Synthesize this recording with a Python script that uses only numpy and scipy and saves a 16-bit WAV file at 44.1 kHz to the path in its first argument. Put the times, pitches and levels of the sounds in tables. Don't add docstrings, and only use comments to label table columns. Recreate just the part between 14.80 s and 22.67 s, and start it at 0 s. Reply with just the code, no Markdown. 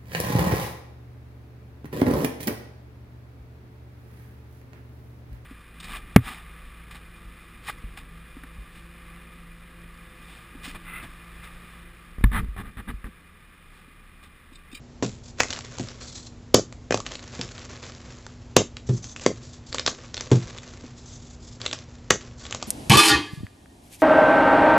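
import sys
import numpy as np
from scipy import signal
from scipy.fft import rfft, irfft
from scipy.io import wavfile

SR = 44100
rng = np.random.default_rng(int(sys.argv[2]) if len(sys.argv) > 2 else 0)


def persist_wave(psi):
    counts = np.round(np.clip(psi, -1, 1) * 32767).astype(np.int16)
    wavfile.write(sys.argv[1], SR, np.atleast_2d(counts).T)


N = 347067

# (time [s], pop level [dB], pop pitch [Hz], crack level [dB], crack pitch [Hz], scrape level [dB])
BLOCK_SNAPS = [(0.6040, -10.5, 654, 11, 2580, -38), (1.7440, 5.5, 452, 16.5, 1130, -24.5),
               (2.1081, -7.5, 476, 0, 3000, -44), (2.1237, -14.5, 580, 2.5, 2700, -55),
               (2.1439, -5.5, 588, 2.5, 1240, -60), (3.766, 6, 456, 18, 1130, -27),
               (4.4630, -2, 417, 7.5, 1990, -61), (5.079, -14.5, 590, 4, 1600, -36),
               (7.3067, -5, 516, 15, 2400, -27.5)]
# (time [s], relative level [dB], pitch [Hz])
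FRAGMENT_CRACKS = [(0.6, -12.5, 3000), (0.633, -12, 2210), (0.684, -28, 5240), (0.705, -17.5, 6160),
                   (0.7275, -17.5, 3780), (0.7329, -18.5, 5500), (0.762, -25, 4040), (0.789, -22, 1280),
                   (0.808, -29, 5200), (0.984, -21, 1130), (1.086, -26, 5400), (1.925, -28.5, 2400),
                   (2.174, -18, 1200), (2.202, -19, 1150), (2.264, -18, 3930), (2.319, -23.5, 3540),
                   (2.354, -22, 4420), (2.393, -30.5, 4000), (2.6123, -15, 5550), (2.6897, -32, 3470),
                   (2.7795, -28.5, 4230), (2.965, -35, 4810), (3.038, -30.5, 4500), (3.12, -33.5, 4700),
                   (3.149, -34, 6120), (3.465, -26, 1710), (3.968, -23, 4760), (4.242, -25.5, 6300),
                   (4.362, -22, 2870), (4.396, -28, 2810), (4.9268, -18.5, 4730), (4.945, -12.5, 1130),
                   (4.983, -14, 3600), (4.995, -12.5, 5340), (5.063, -6, 5900), (5.075, -9, 4890),
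                   (5.343, -17, 5750), (5.368, -20, 4650), (5.377, -18.5, 4550), (5.398, -29, 4430),
                   (5.408, -17, 6560), (5.784, -25.5, 3780), (6.815, -20, 4900), (6.854, -24, 3740),
                   (6.8622, -9.5, 3820), (6.8786, -26, 4100), (6.912, -20.5, 3650), (6.9289, -14.5, 5000),
                   (6.9325, -17.5, 1710), (6.988, -31, 6200), (7.304, -6, 3100), (7.409, -34, 4480),
                   (7.6525, -25.5, 3600), (7.665, -27, 3930), (7.709, -21.5, 1110), (7.725, -15, 3320),
                   (7.747, -15, 1140), (7.826, -14.5, 1200)]
# (frequency [Hz], level [dB])
CRACK_EQ = [(100, 1.5), (300, 0.5), (600, 4.5), (1100, 3), (2200, 5.5), (4000, 8), (6000, 6.5),
            (7800, 12.5)]
BAND_HZ = 7750
CREEP_S = .003


def amp(db):
    return 10 ** (np.asarray(db) / 20)


def unit(x):
    return x / np.sqrt(np.mean(x ** 2) + 1e-20)


def read(points, hz):
    f, value = np.transpose(points)
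    return np.interp(np.log(hz + 1), np.log(f + 1), value)


def add(mix, s, sound):
    part = mix[max(round(s * SR), 0):][:len(sound)]
    part += sound[:len(part)]


def seconds(length):
    return np.arange(int(length * SR)) / SR


def colour(x, points, size=2048):
    hz = abs(np.fft.fftfreq(size, 1 / SR))
    cut_db = np.clip((hz - BAND_HZ) / 50, 0, 40)
    log_gain = np.log(amp(read(points, hz) - cut_db))
    taps = np.fft.ifft(np.exp(np.conj(signal.hilbert(log_gain)))).real
    return signal.fftconvolve(x, taps)[:len(x)]


def low_pass(x, hz, size=301):
    return signal.fftconvolve(x, signal.firwin(size, hz, window=("kaiser", 9), fs=SR), "same")


def resonate(x, hz, width_hz):
    turn = np.exp(2j * np.pi * np.cumsum(hz) / SR)
    pole = np.exp(-np.pi * width_hz / SR)
    return 2 * (turn * signal.lfilter([1 - pole], [1, -pole], x / turn)).real


def drift(per_s):
    return unit(irfft(rfft(rng.standard_normal(N)) * (np.fft.rfftfreq(N, 1 / SR) < per_s), N))


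def grit(n, per_s, spread_db):
    size = amp(spread_db * np.minimum(rng.exponential(1, n), 4.5))
    return unit(size * rng.choice([-1, 1], n) * (rng.random(n) < per_s / SR))


def fracture(hz, eq, run_s, after, ring, creep, cycles):
    t = seconds(0.069)
    since = t - CREEP_S
    envelope = np.where(since < 0, creep, after * np.exp(-abs(since) / run_s))
    slips = grit(len(t), per_s=20000, spread_db=4.0) * envelope
    slips[round(CREEP_S * SR)] = 1
    piece = np.sin(2 * np.pi * hz * t) * np.exp(-t * hz / cycles)
    ringing = signal.fftconvolve(slips, piece / np.linalg.norm(piece))[:len(t)]
    sound = colour(slips + ring * ringing, eq)
    return sound / np.linalg.norm(sound)


def room_tone(air_db, waver):
    # (frequency [Hz], level [dB])
    partials = [(81, -61.5), (121, -54.5), (241, -53.5)]
    # (frequency [Hz], level [dB])
    air_eq = [(20, -12), (35, -6), (55, -2.5), (120, -4), (180, -15), (260, -15.5), (380, -18.5),
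              (700, -25.5), (1500, -32.5), (3000, -36.5), (7800, -38.5)]
    t = np.arange(N) / SR
    hum = sum(amp(db) * np.sqrt(2) * np.sin(2 * np.pi * hz * t + waver * drift(per_s=4.9))
              for hz, db in partials)
    return hum + amp(air_db) * unit(colour(rng.standard_normal(N), air_eq, size=8192))


def room(x, onset_s):
    # (delay [s], signed gain [ratio])
    reflections = [(0.0126, -.24), (.0222, -.12), (.0385, .08), (.0412, -.14), (.0507, -0.16)]
    # (frequency [Hz], t60 [s])
    tail_t60 = [(120, .18), (450, .15), (1200, .19), (7000, .19)]
    # (frequency [Hz], level [dB])
    tail_eq = [(100, -5.5), (230, -3), (400, -7.5), (600, -16), (870, -20.5), (1120, -14), (1500, -13.5),
               (6500, -8.5)]
    # (frequency [Hz], width [Hz], level [dB])
    modes = [(398, 14, 1), (500, 24, -4), (1114, 30, -4), (3520, 50, -9), (6200, 60, -5)]
    n = SR // 2
    taps = rng.choice([-1., 1.], n) * (rng.random(n) < 4000 / SR)
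    hz, t, spectra = signal.stft(taps, SR, nperseg=256)
    decay = amp(-60 * t / read(tail_t60, hz)[:, None])
    tail = signal.istft(spectra * decay, SR, nperseg=256)[1][:n]
    tail *= 1 - np.exp(-(np.arange(n) / SR / onset_s) ** 2)
    echoes = np.zeros(n)
    for delay, gain in reflections:
        echoes[round(delay * SR)] = gain
    early = colour(echoes, [(600, -1.5), (1500, -16.5), (6000, -11.0)])
    response = early + colour(tail / np.linalg.norm(tail), tail_eq)
    ringing = sum(amp(db) * signal.lfilter(*signal.iirpeak(hz, hz / width, SR), x)
                  for hz, width, db in modes)
    return x + signal.fftconvolve(x, response)[:N] + ringing


def rubbing(level_db, stutter_db, edge_s=.008, arch_db=2, rasp_db=51):
    # (start [s], end [s], relative level [dB], rasp pitch [Hz])
    strokes = [(0.431, 0.517, -51, 4550), (1.2, 1.341, -42, 4290), (1.338, 1.487, -44.5, 4200),
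               (4.063, 4.213, -45.5, 5930), (4.218, 4.34, -41.5, 6320), (4.361, 4.458, -44, 2840),
               (4.612, 4.79, -50.5, 4500), (4.86, 4.935, -49, 4400), (6.152, 6.253, -53, 5000),
               (6.253, 6.374, -46.5, 6170), (6.363, 6.56, -52.5, 6730), (6.596, 6.775, -51, 5000),
               (7.575, 7.678, -44.5, 4300)]
    # (frequency [Hz], level [dB])
    skin_eq = [(300, -9), (2900, -14.5), (3400, -5.5), (4300, -7), (4950, -4), (6100, -5), (7800, -0.5)]
    out, wander = np.zeros(N), drift(per_s=44)
    for start, end, db, hz in strokes:
        t = seconds(end - start)
        edges = np.minimum(np.minimum(t, t[::-1]) / edge_s, 1)
        speed = np.sin(np.pi * t / t[-1])
        hiss = colour(grit(len(t), per_s=4400, spread_db=-1), skin_eq)
        pitch = hz * (1 + .025 * wander[round(start * SR):][:len(t)])
        rasp = amp(rasp_db + db) * resonate(hiss, pitch, width_hz=130)
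        add(out, start, edges * amp(db + arch_db * (speed - 4)) * unit(hiss + rasp))
    return amp(level_db + stutter_db * drift(per_s=53)) * out


def thuds(rise_s, knock_s, scuff_s):
    # (time [s], boom [dB], knock [dB], scuff [dB])
    landings = [(0.225, -32.5, -14.5, -34.5), (0.995, -35, -26.5, -40.5), (2.591, -39, -27.5, -60),
                (4.09, -18, -24, -59), (5.515, -13, -12, -37), (6.037, -55, -38.5, -64.5)]
    # (frequency [Hz], level [dB], t60 [s])
    modes = [(108, 0.5, 0.29), (125, 14, 0.19), (172.6, -4, 0.28), (227.7, -6.5, 0.26), (342, -8, 0.27),
             (388.8, -0.5, 0.16), (410, 4.5, 0.083)]
    knock_eq = [(90, -27.0), (210, 1.0), (420, -10.0), (620, -14.5), (780, -13.5), (950, -22.5),
                (2500, -31.5)]
    booms, rattle, t = np.zeros(N), np.zeros(N), seconds(0.7)
    boom = sum(amp(db - 60 * t / t60) * np.sin(2 * np.pi * hz * t) for hz, db, t60 in modes)
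    boom *= 1 - np.exp(-t / rise_s)
    for s, boom_db, knock_db, scuff_db in landings:
        knock = unit(colour(rng.standard_normal(len(t)), knock_eq))
        scuff = unit(colour(grit(len(t), per_s=5000, spread_db=7.5), CRACK_EQ))
        add(booms, s, amp(boom_db) * boom)
        add(rattle, s, amp(knock_db) * knock * np.exp(-t / knock_s))
        add(rattle, s, amp(scuff_db) * scuff * np.exp(-t / scuff_s))
    return booms, rattle


def grinding(grip_s=0.0026, give_db_per_s=-11, relax_s=0.028, trickle_share=0.45, trickle_s=0.37):
    # (start [s], hold [s], relative level [dB])
    squeezes = [(0.571, 0.69, -43), (2.249, 0.088, -43), (2.421, 0.091, -50), (2.529, 0.33, -47),
                (2.89, 0.065, -49.5), (3.021, 0.068, -46), (3.241, 0.33, -56), (4.41, 0.078, -43.5),
                (4.919, 0.35, -45.5), (5.338, 0.17, -46), (5.55, 0.585, -49), (6.8, 0.15, -43.5),
                (7.39, 0.074, -51.5), (7.608, 0.29, -47)]
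    out, t = np.zeros(N), seconds(1.6)
    for start, held_s, db in squeezes:
        grip = np.minimum(t / grip_s, 1) * amp(db + give_db_per_s * t)
        opened = np.maximum(t - held_s, 0)
        release = (1 - trickle_share) * np.exp(-opened / relax_s)
        trickle = trickle_share * np.exp(-opened / trickle_s)
        add(out, start, grip * (release + trickle))
    return out


def shedding(strain_s=0.0017, fall_s=.012, snap_db=-54.5, fragment_db=-24):
    before_s = .05
    t, power = seconds(.25) - before_s, np.zeros(N)
    shower = np.exp(np.minimum(t / strain_s, -t / fall_s))
    for s, _, _, crack_db, _, _ in BLOCK_SNAPS:
        add(power, s - before_s, (amp(crack_db + snap_db) * shower) ** 2)
    for s, db, _ in FRAGMENT_CRACKS:
        add(power, s - before_s, (amp(db + fragment_db) * shower) ** 2)
    return np.sqrt(power)


def crumbs(level_db, clump_db, sizes=16):
    # (frequency [Hz], level [dB])
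    crumb_eq = [(100, -7), (300, 2), (600, 2.5), (820, -5), (1100, 0), (2000, -0.5), (3200, -2.5),
                (7800, 2)]
    t, crunch = seconds(.006), np.zeros(N)
    for hz in np.geomspace(500, 7000, sizes):
        tick = np.sin(2 * np.pi * hz * t) * np.exp(-t * hz / 0.33)
        bursts = grit(N, per_s=300, spread_db=3.5)
        crunch += np.sqrt(hz) * unit(signal.oaconvolve(bursts, tick)[:N])
    clumps = amp(clump_db * drift(per_s=32))
    return amp(level_db) * np.hypot(grinding(), shedding()) * unit(colour(crunch, crumb_eq) * clumps)


def flakes(level_db, spread_db, count=150):
    out, force = np.zeros(N), grinding()
    for k, (when, softness, pitch) in enumerate(rng.random((count, 3))):
        at = int((k + when) / count * N)
        split = fracture(1100 + 4500 * pitch, CRACK_EQ, run_s=.001, after=.1, ring=.5, creep=.005,
                         cycles=1)
        add(out, at / SR, force[at] * amp(level_db - spread_db * softness) * split)
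    return out


def cracks(level_db, lag_s, bounce_s=0.0034, bounce_db=-12.5):
    out = np.zeros(N)
    for s, db, hz in FRAGMENT_CRACKS:
        run_s = 0.0028 * amp(db) ** 0.18
        crack = fracture(hz, CRACK_EQ, run_s, after=.085, ring=.6, creep=.008, cycles=1.1)
        start = s + lag_s - CREEP_S
        add(out, start, amp(db + level_db) * crack)
        add(out, start + bounce_s, amp(db + level_db + bounce_db) * crack)
    return out


def snaps(pop_cycles, scrape_s, push_db):
    # (frequency [Hz], level [dB])
    block_eq = [(200, -6), (750, -8), (1100, 0), (2100, 0), (3000, -1), (7500, -3)]
    scrape_eq = [(1000, -6.0), (4600, -24.0), (6300, 1.5), (7600, -5.0)]
    out, t = np.zeros(N), seconds(.2)
    push = amp(push_db) * np.sin(2 * np.pi * 110 * t) * np.exp(-t / 0.0088)
    for s, pop_db, pop_hz, crack_db, crack_hz, scrape_db in BLOCK_SNAPS:
        cycles = t * pop_hz - .58
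        pop = -np.cos(2 * np.pi * cycles) * np.exp(-(cycles / pop_cycles) ** 2)
        crack = fracture(crack_hz, block_eq, run_s=0.0035, after=0.17, ring=0.3, creep=0.0066, cycles=0.8)
        scrape = unit(colour(grit(len(t), per_s=19000, spread_db=5.0), scrape_eq))
        add(out, s, amp(pop_db) * (push + pop))
        add(out, s - CREEP_S, amp(crack_db) * crack)
        add(out, s, amp(scrape_db) * scrape * np.exp(-(t / scrape_s) ** 2))
    return out


def scene():
    boom, rattle = thuds(rise_s=0.017, knock_s=0.013, scuff_s=0.047)
    breaks = snaps(pop_cycles=0.4, scrape_s=0.038, push_db=-16.0) + cracks(level_db=12.0, lag_s=0.001)
    powder = crumbs(level_db=-0.27, clump_db=3.5) + flakes(level_db=26.5, spread_db=13.0)
    skin = rubbing(level_db=3.0, stutter_db=4.0)
    chalk = room(breaks + rattle + powder + skin, onset_s=0.0085)
    mono = chalk + boom + room_tone(air_db=-44.5, waver=.5)
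    return np.array([mono, mono])


def record(dry):
    heard = signal.lfilter(*signal.butter(1, 30, "high", fs=SR), dry)
    clipped = [np.clip(low_pass(side, BAND_HZ, size=121), -1, 1) for side in heard]
    return np.array([low_pass(side, hz=16300) for side in clipped])


dry = scene()
out = record(dry)
persist_wave(out)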